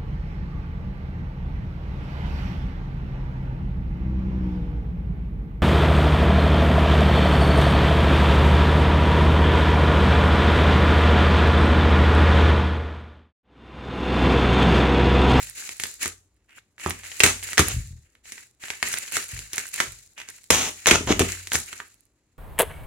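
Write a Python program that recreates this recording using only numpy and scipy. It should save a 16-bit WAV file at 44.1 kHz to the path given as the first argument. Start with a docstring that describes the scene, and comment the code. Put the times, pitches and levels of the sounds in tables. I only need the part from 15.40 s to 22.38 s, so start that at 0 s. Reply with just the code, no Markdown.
"""Knife through bubble wrap.

A hooked knife is drawn again and again down the wrap round a cardboard box on a wooden table.
The blade hisses over the film, snags with sharp snaps and rips through rows of bubbles.
The box knocks when jerked and judders on the table top, in a small room with booming low modes."""
import sys
import numpy as np
from scipy import signal
from scipy.fft import rfft, irfft
from scipy.io import wavfile
from scipy.ndimage import uniform_filter1d

SR = 44100
rng = np.random.default_rng(int(sys.argv[2]) if len(sys.argv) > 2 else 0)


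def master(y):
    """Save y as 16-bit WAV."""
    cut = np.clip(np.atleast_2d(y).T, -1, 1)
    pcm = np.round(cut * 32767)  # scale
    wavfile.write(sys.argv[1], SR, pcm.astype(np.int16))


N = 307818
TIME_S = np.arange(N) / SR

# Film snapping off the blade. Each row: start in seconds, dry level over the first 4 ms in dB,
# pop pitch in Hz, crack relative to pop in dB.
FILM_SNAPS = [(0.292, -29.5, 2290, -1.5), (0.399, -25.5, 2080, -1), (0.437, -20.5, 2140, 2),
              (0.6586, -23, 1575, -2), (1.3812, -44, 1840, -13), (1.4616, -20.5, 995, -11.5),
              (1.5072, -24, 2165, -1.5), (1.8037, -6.5, 2290, -7.5), (1.8355, 1, 2036, -1),
              (1.8632, -12.5, 1812, 1), (2.1321, -25.5, 1825, -0.5), (2.1744, -21.5, 2100, -3.5),
              (2.1798, -5.5, 2170, -6), (2.1931, -5.5, 1460, -2.5), (2.753, -52.5, 2010, -10),
              (2.9215, -31.5, 2300, 5.5), (3.238, -33, 1920, -14.5), (3.3033, -23.5, 1980, -5),
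              (3.428, -15, 1940, -6), (3.5403, -22, 1830, 3.5), (3.7686, -16, 1555, 2.5),
              (3.9912, -30.5, 2600, 4.5), (4.1329, -25.5, 2170, 7.5), (4.181, -19, 1900, 2),
              (4.403, -11.5, 1668, -8), (4.8882, -33.5, 1845, 6), (5.1047, -6, 1778, 5.5),
              (5.148, -19.5, 2255, 4), (5.4592, -15.5, 2130, -13), (5.4694, -8, 2040, 2.5),
              (5.486, -12, 2220, -7), (5.5107, -2.5, 2030, -8), (5.7944, -12, 2250, 4),
              (6.0724, -30.5, 2200, 1), (6.1192, -21.5, 1835, -9), (6.155, -14, 1690, 3),
              (6.3296, -31.5, 1680, -5), (6.402, -29.5, 1630, -27)]
# Pop of a taut patch of film. Each row: multiple of the pitch, spectral density in dB.
POP_SPECTRUM = [(.1, -19), (0.352, -11), (0.621, -8), (.88, 0), (1.15, -0.5), (1.5, -7), (2.4, -15.5),
                (5, -33)]
# Runs of tearing film. Each row: start in seconds, length in seconds, first level in dB,
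# last level in dB, tilt in dB per octave.
TEAR_RUNS = [(0.604, 0.049, -66.5, -29, 1.5), (1.465, 0.054, -35, -37, -3.5),
             (1.84, 0.073, -20.5, -28.5, 0), (2.197, 0.024, -14, -32, 0), (2.223, 0.095, -54, -30.5, -0.5),
             (4.4, 0.045, -28.5, -40, 2.5), (4.782, 0.04, -42, -52.5, 1), (5.104, 0.01, -5.5, -19, 0),
             (5.118, 0.18, -18.5, -31.5, -0.06), (5.474, 0.033, -13.5, -19.5, -1),
             (5.512, 0.049, -23.5, -17, -2), (5.672, 0.055, -27, -16.5, -3),
             (5.793, 0.029, -21.5, -20, -2.5), (6.128, 0.026, -35, -22.5, 0)]
# Pulls of the blade. Each row: start in seconds, length in seconds, hiss level in dB,
# rustle relative to hiss in dB, time for the hiss to fade 20 dB in seconds.
BLADE_PULLS = [(-0.04, 0.071, -36.5, -5.5, 0.15), (0.134, 0.14, -38.5, -6.5, 0.2255),
               (0.381, 0.096, -39, -9.5, 0.17), (0.584, 0.085, -32, -4, 0.0618), (1.072, 0.09, -72, 14, 0),
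               (1.135, 0.049, -52.5, 2.5, 0.02), (1.376, 0.12, -43, 0.5, 0.41),
               (1.625, 0.32, -41.5, -4.5, 0.27), (2.004, .11, -36, -4, 0.14),
               (2.244, 0.076, -34.5, -3.5, 0.18), (2.623, 0.039, -69.5, 1, 0.2), (2.826, .2, -48, -5, 0.08),
               (3.191, 0.12, -43, -1.5, .3), (3.419, 0.11, -34, -2.5, 0.39),
               (3.704, 0.075, -30, -2.5, 0.135), (3.868, 0.1, -41, -4.5, 0.3),
               (4.105, 0.12, -39.5, -3, 0.16), (4.313, 0.079, -35, -4, 0.2346),
               (4.757, 0.034, -52.5, 14, 0.11), (4.858, 0.042, -50, -3, 0.2),
               (4.92, 0.03, -53.5, -11.5, 0.3), (5.147, 0.11, -37.5, -9.5, 0.16),
               (5.35, 0.61, -46, -4.5, 0.14), (5.8, 0.088, -35.5, -2.5, 0.29),
               (6.102, 0.047, -28.5, -14, 0.1176), (6.253, 0.077, -43.5, -1.5, 0.2154)]
# Hand shoving the box as the film gives. Each row: start in seconds, relative level in dB,
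# contact cutoff in Hz.
BOX_SHOVES = [(0.658, -31, 450), (1.462, -18.5, 250), (1.837, -13, 280), (2.196, -7.5, 190.4),
              (5.107, -16, 1092), (5.514, -9.5, 252), (5.608, -21.5, 399), (5.706, -9, 443.6),
              (5.726, -17.5, 250), (5.807, -7.5, 349), (6.151, -25, 114.8)]
# Box juddering on the table. Each row: start, peak and end in seconds, relative level in dB,
# slips per second.
BOX_JUDDERS = [(0, 0.018, 0.18, -51, 59), (2.266, 2.36, 2.48, -27, 54.3), (2.414, 2.514, 2.644, -41, 38),
               (3.913, 3.925, 4.1, -38.5, 51), (4.423, 4.476, 4.67, -49, 48),
               (5.499, 5.688, 5.9, -32.5, 45)]
# Source spectra. Each row: frequency in Hz, spectral density in dB.
CRACK_SPECTRUM = [(2000, -22.5), (4500, -7), (6800, 0.5), (8600, 0.5), (11000, -3), (16000, -17.5)]
TEAR_SPECTRUM = [(60, -17), (200, -4), (400, -4), (650, -4), (1100, -5.5), (1600, -7.5), (2300, -4),
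                 (3300, -3.5), (4600, -11), (6800, -0.5), (8600, -10), (11000, -15.5), (16000, -23)]
HISS_SPECTRUM = [(2500, -26), (4000, -2), (5200, -7), (6200, -5), (7200, 3), (8600, -8.5), (10500, -8.5),
                 (13000, -16.5), (16000, -21.5)]
RUSTLE_SPECTRUM = [(100, -16.5), (350, -13), (700, -18), (1100, -18.5), (1600, -7.5), (2200, -1),
                   (2800, -0.5), (3700, -15.5), (7000, -27.5)]
THUD_SPECTRUM = [(35, -28.5), (55, -7.5), (85, 3), (150, -5), (280, -1.5), (410, 5.5), (550, -7.5),
                 (1000, -9), (2500, -37.5)]
ROOM_TONE_SPECTRUM = [(22, -34.5), (40, -11.5), (57, -2.5), (78, -13), (100, -4.5), (140, -17), (300, -16),
                      (700, -27), (7000, -43.5), (16000, -61.5)]
# Low room modes. Each row: frequency in Hz, relative level in dB, T60 in seconds.
ROOM_MODES = [(53.5, -22, 0.6), (91.5, -19, 0.7)]
# Room decay. Each row: frequency in Hz, T60 in seconds.
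ROOM_DECAY = [(150, 0.27), (2500, 0.24), (7000, .33), (15000, 0.27)]
# Microphone port colour. Each row: frequency in Hz, left minus right in dB.
PORT_BALANCE = [(400, 1.5), (800, -0.5), (1200, -6.5), (1900, -4.5), (2800, -1), (4200, -2), (6300, 10),
                (9500, -5.5), (15000, -1.5)]


def snaps(rows, flutter_s=0.001, scatter_s=0.006, size=2048):
    """Stretched film lets go with a crack and a hollow pop; box and table scatter it to each side."""
    out, t = np.zeros((2, N)), TIME_S[:size]
    for start_s, level_db, pop_hz, crack_db in rows:
        white = rng.standard_normal((3, size))
        release = (t == 0) + 0.08 * white[0] * np.exp(-t / flutter_s)
        sides = release + 0.06 * white[1:] * np.exp(-t / scatter_s)
        pop_spectrum = np.array(POP_SPECTRUM) * [pop_hz, 1]
        pop = np.array([coloured(side, pop_spectrum) for side in sides])
        crack = np.array([coloured(side, CRACK_SPECTRUM) for side in sides])
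        snap = pop - from_db(crack_db) * crack
        early_rms = np.sqrt(np.mean(snap[:, t < 0.004] ** 2))
        add(out, start_s, from_db(level_db) * snap / early_rms)
    return out


def crease_snags(rustle_gain, per_s=9, over_rustle_db=6.5, spread_db=2.5, crack_db=-8, count=130):
    """Creases catch the edge at random, harder as the film rustles more. Returns rows for snaps()."""
    starts_s = np.cumsum(rng.standard_exponential(count)) / per_s
    size, pitch = rng.standard_normal((count, 2)).T
    rustle_db = 20 * np.log10(np.interp(starts_s, TIME_S, rustle_gain))
    level_db = rustle_db + over_rustle_db + spread_db * size
    pop_hz = 2130 * 2 ** (0.12 * pitch)
    return [(s, db, hz, crack_db) for s, db, hz in zip(starts_s, level_db, pop_hz) if s < TIME_S[-1]]


def rips(scatter=0.55, tail_samples=1024):
    """The edge runs through the bubbles in a fast, uneven volley of small cracks."""
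    out = np.zeros((2, N))
    volley = grains(per_s=2200, spread_db=2.5)
    for side in out:
        scattered = volley + scatter * rng.standard_normal(N)
        for start_s, length_s, first_db, last_db, tilt_db_per_octave in TEAR_RUNS:
            run = unit_rms(scattered[int(start_s * SR):][:int(length_s * SR)])
            run *= from_db(np.linspace(first_db, last_db, len(run)))
            add(side, start_s, coloured(np.pad(run, (0, tail_samples)), TEAR_SPECTRUM, tilt_db_per_octave))
    return out


def pull_gains(bite_s=0.043, creep_hiss_db=-79, creep_rustle_db=-85.5, rustle_fade_ratio=1.324):
    """Each pull bites, holds and fades as the pressure eases; slack film creeps in between."""
    hiss_power = np.full(N, from_db(creep_hiss_db) ** 2)
    rustle_power = np.full(N, from_db(creep_rustle_db) ** 2)
    for start_s, length_s, hiss_db, rustle_db, fade_s in BLADE_PULLS:
        t = TIME_S - start_s
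        bite = np.sin(np.pi / 2 * np.clip(t / bite_s, 0, 1)) ** 2
        eased_db = 20 * np.clip((t - length_s) / fade_s, 0, 10)
        hiss_power += (bite * from_db(hiss_db - eased_db)) ** 2
        rustle_power += (bite * from_db(hiss_db + rustle_db - rustle_fade_ratio * eased_db)) ** 2
    return np.sqrt(hiss_power), np.sqrt(rustle_power)


def blade_slide(hiss_gain, rustle_gain, surge_db=2.0):
    """Tiny slips of the edge hiss in uneven surges; creases tick and loose film crinkles hollowly."""
    drift = uniform_filter1d(uniform_filter1d(rng.standard_normal(N), size=500), size=300)
    surge = from_db(surge_db * unit_rms(drift))
    # Crumpled film radiates differently to each side.
    centre = grains(per_s=2900, spread_db=5.5)
    slips = [0.16 * centre + 0.92 * grains(per_s=19000, spread_db=2.0) for _ in range(2)]
    ticks = crinkles(low_hz=7100, high_hz=10500, per_s=480, ring_s=0.00011, spread_db=7.0)
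    facets = crinkles(low_hz=1500, high_hz=2700, per_s=500, ring_s=0.0016, spread_db=3.5)
    hiss = np.array([coloured(side, HISS_SPECTRUM) for side in slips]) + 0.66 * ticks
    rustle = np.array([coloured(side, RUSTLE_SPECTRUM) for side in slips]) + 0.59 * facets
    return surge * (hiss * hiss_gain + rustle * rustle_gain)


def crinkles(low_hz, high_hz, per_s, ring_s, spread_db, wander_db=7.0, count=10):
    """Film facets flip at random, each with its own pitch, place and wandering level."""
    flips = grains(per_s, spread_db)
    flip_at = np.flatnonzero(flips)
    facet_of_flip = rng.integers(0, count, N)[flip_at]
    out, knots_s = np.zeros((2, N)), np.arange(0, N / SR + 0.1, 0.06)
    radius = np.exp(-1 / (ring_s * SR))
    for facet, hz in enumerate(np.geomspace(low_hz, high_hz, count)):
        own = flip_at[facet_of_flip == facet]
        wander = np.interp(TIME_S[own], knots_s, rng.uniform(-0.61, 1, len(knots_s)))
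        clicks = np.full(N, 1e-18)
        clicks[own] = flips[own] * from_db(wander_db * wander)
        ring = signal.lfilter([1], [1, -2 * radius * np.cos(2 * np.pi * hz / SR), radius ** 2], clicks)
        out += rng.uniform(0.061, 1, (2, 1)) * ring
    return unit_rms(signal.lfilter([1, 0, -1], [1], out))  # small facets radiate no bass


def box_knocks(rows, boom_db, boom_rise_s=0.0038, rattle_s=0.024):
    """Jerks excite the box's damped modes, only the low ones if the contact is soft; the room booms."""
    out, t = np.zeros(N), TIME_S[:SR]
    boom = sum(from_db(db - 60 * t / t60_s) * np.sin(2 * np.pi * hz * t) for hz, db, t60_s in ROOM_MODES)
    boom *= 1 - np.exp(-t / boom_rise_s)
    for start_s, level_db, contact_hz in rows:
        blow = (t == 0) + 0.03 * rng.standard_normal(SR) * np.exp(-t / rattle_s)
        contact = signal.butter(2, contact_hz, fs=SR, output="sos")
        thud = unit_rms(signal.sosfilt(contact, coloured(blow, THUD_SPECTRUM)))
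        add(out, start_s, from_db(level_db) * (0.054 * thud + from_db(boom_db) * boom))
    return out


def box_judder(jitter=0.13, edge_db=-27.0, band_hz=(45, 125), gain_db=8.5):
    """The pushed box sticks and slips on the table: a short, dull train of bumps."""
    out = np.zeros(N)
    dull = signal.butter(3, band_hz, "band", fs=SR, output="sos")
    for start_s, peak_s, end_s, level_db, per_s in BOX_JUDDERS:
        slips_s = start_s + np.cumsum(1 + jitter * rng.standard_normal(64)) / per_s
        slips_s = slips_s[slips_s < end_s]
        swell_db = np.interp(slips_s, [start_s, peak_s, end_s], [edge_db, 0, edge_db])
        bumps = np.zeros(N)
        bumps[(slips_s * SR).astype(int)] = from_db(swell_db)
        bumps = signal.sosfilt(dull, bumps + 1e-18)
        out += from_db(level_db + gain_db) * bumps / np.abs(bumps).max()
    return out


def room(x, wet_db, predelay_s=0.003, bands=9):
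    """Adds a reverberant tail that dies band by band; the bass is alike on both sides."""
    t, response = TIME_S[:SR * 2 // 3], 0
    edges_hz = np.geomspace(60, 18000, bands + 1)
    for low_hz, high_hz in zip(edges_hz, edges_hz[1:]):
        centre_hz = np.sqrt(low_hz * high_hz)
        coherence = 1 / (1 + (centre_hz / 500) ** 2)
        white = rng.standard_normal((3, len(t)))
        noise = np.sqrt(coherence) * white[0] + np.sqrt(1 - coherence) * white[1:]
        decay = from_db(-60 * t / at_hz(ROOM_DECAY, centre_hz)) * (t > predelay_s)
        band = signal.butter(2, [low_hz, high_hz], "band", fs=SR, output="sos")
        response += signal.sosfilt(band, noise * decay / np.linalg.norm(decay))
    x = np.broadcast_to(x, (2, N))
    return x + from_db(wet_db) * signal.oaconvolve(x, response, axes=1)[:, :N]


def room_tone(level_db=-70, width=0.21):
    """Faint steady rumble and hiss."""
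    shared, left, right = [coloured(rng.standard_normal(N), ROOM_TONE_SPECTRUM) for _ in range(3)]
    return from_db(level_db) * unit_rms(shared + width * np.array([left, right]))


def grains(per_s, spread_db):
    """Random clicks, mostly small, a few large; rms 1."""
    out, at = np.zeros(N), np.flatnonzero(rng.random(N) < per_s / SR)
    size = np.minimum(rng.standard_exponential(N)[at], 4)
    sign = np.sign(rng.random(N)[at] - 0.5)
    out[at] = sign * from_db(spread_db * size)
    return unit_rms(out)


def coloured(x, spectrum, tilt_db_per_octave=0, size=4096):
    """Minimum-phase filter of unit energy with the given spectrum, tilted about 3 kHz."""
    hz = np.maximum(np.fft.rfftfreq(size, 1 / SR), 20)
    gain_db = at_hz(spectrum, hz) + tilt_db_per_octave * np.log2(np.maximum(hz, 300) / 3000)
    cepstrum = irfft(np.log(from_db(gain_db)))
    cepstrum[1:size // 2] *= 2
    cepstrum[size // 2 + 1:] = 0
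    response = irfft(np.exp(rfft(cepstrum)))[:size // 2]
    return signal.oaconvolve(x, response / np.linalg.norm(response))[:len(x)]


def at_hz(table, hz):
    """Table lookup on a log-frequency axis."""
    known_hz, values = np.transpose(table)
    return np.interp(np.log(np.maximum(hz, 1)), np.log(known_hz), values)


def add(track, start_s, sound):
    """Mix a sound into the track."""
    start = int(np.clip(round(start_s * SR), 0, N - 1))
    track[..., start:start + sound.shape[-1]] += sound[..., :N - start]


def from_db(db):
    """Decibels to gain."""
    return 10 ** (np.asarray(db) / 20)


def unit_rms(x):
    """Scale to rms 1."""
    return x / np.sqrt(np.mean(x ** 2) + 1e-20)


def scene(tug_db=-16, tug_contact_hz=425):
    """Film and box in one small room; each listed snap also tugs the box."""
    hiss_gain, rustle_gain = pull_gains()
    sliding = room(blade_slide(hiss_gain, rustle_gain), wet_db=-17.0)
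    snapping = room(snaps(list(FILM_SNAPS) + crease_snags(rustle_gain)), wet_db=-8.5)
    tearing = room(rips(), wet_db=-6.5)
    tugs = [(start_s, level_db + tug_db, tug_contact_hz) for start_s, level_db, _, _ in FILM_SNAPS]
    knocks = box_knocks(tugs, boom_db=-4.5) + box_knocks(BOX_SHOVES, boom_db=-1.5)
    box = room(knocks + box_judder(), wet_db=-11.0)
    return snapping + tearing + sliding + box + room_tone()


def record(dry, left_lag_s=0.00005, cutoff_hz=16100):
    """Two coloured microphone ports, the left slightly farther off; the loudest cracks clip."""
    balance_db = at_hz(PORT_BALANCE, np.fft.rfftfreq(N, 1 / SR))
    left, right = irfft(rfft(dry) * from_db(np.outer([0.5, -0.5], balance_db)), N)
    pair = np.array([np.interp(TIME_S - left_lag_s, TIME_S, left), right])
    lowpass = signal.ellip(10, 0.2, 70, cutoff_hz, fs=SR, output="sos")
    return signal.sosfilt(lowpass, np.clip(pair, -1, 1))


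dry = scene()
out = record(dry)
master(out)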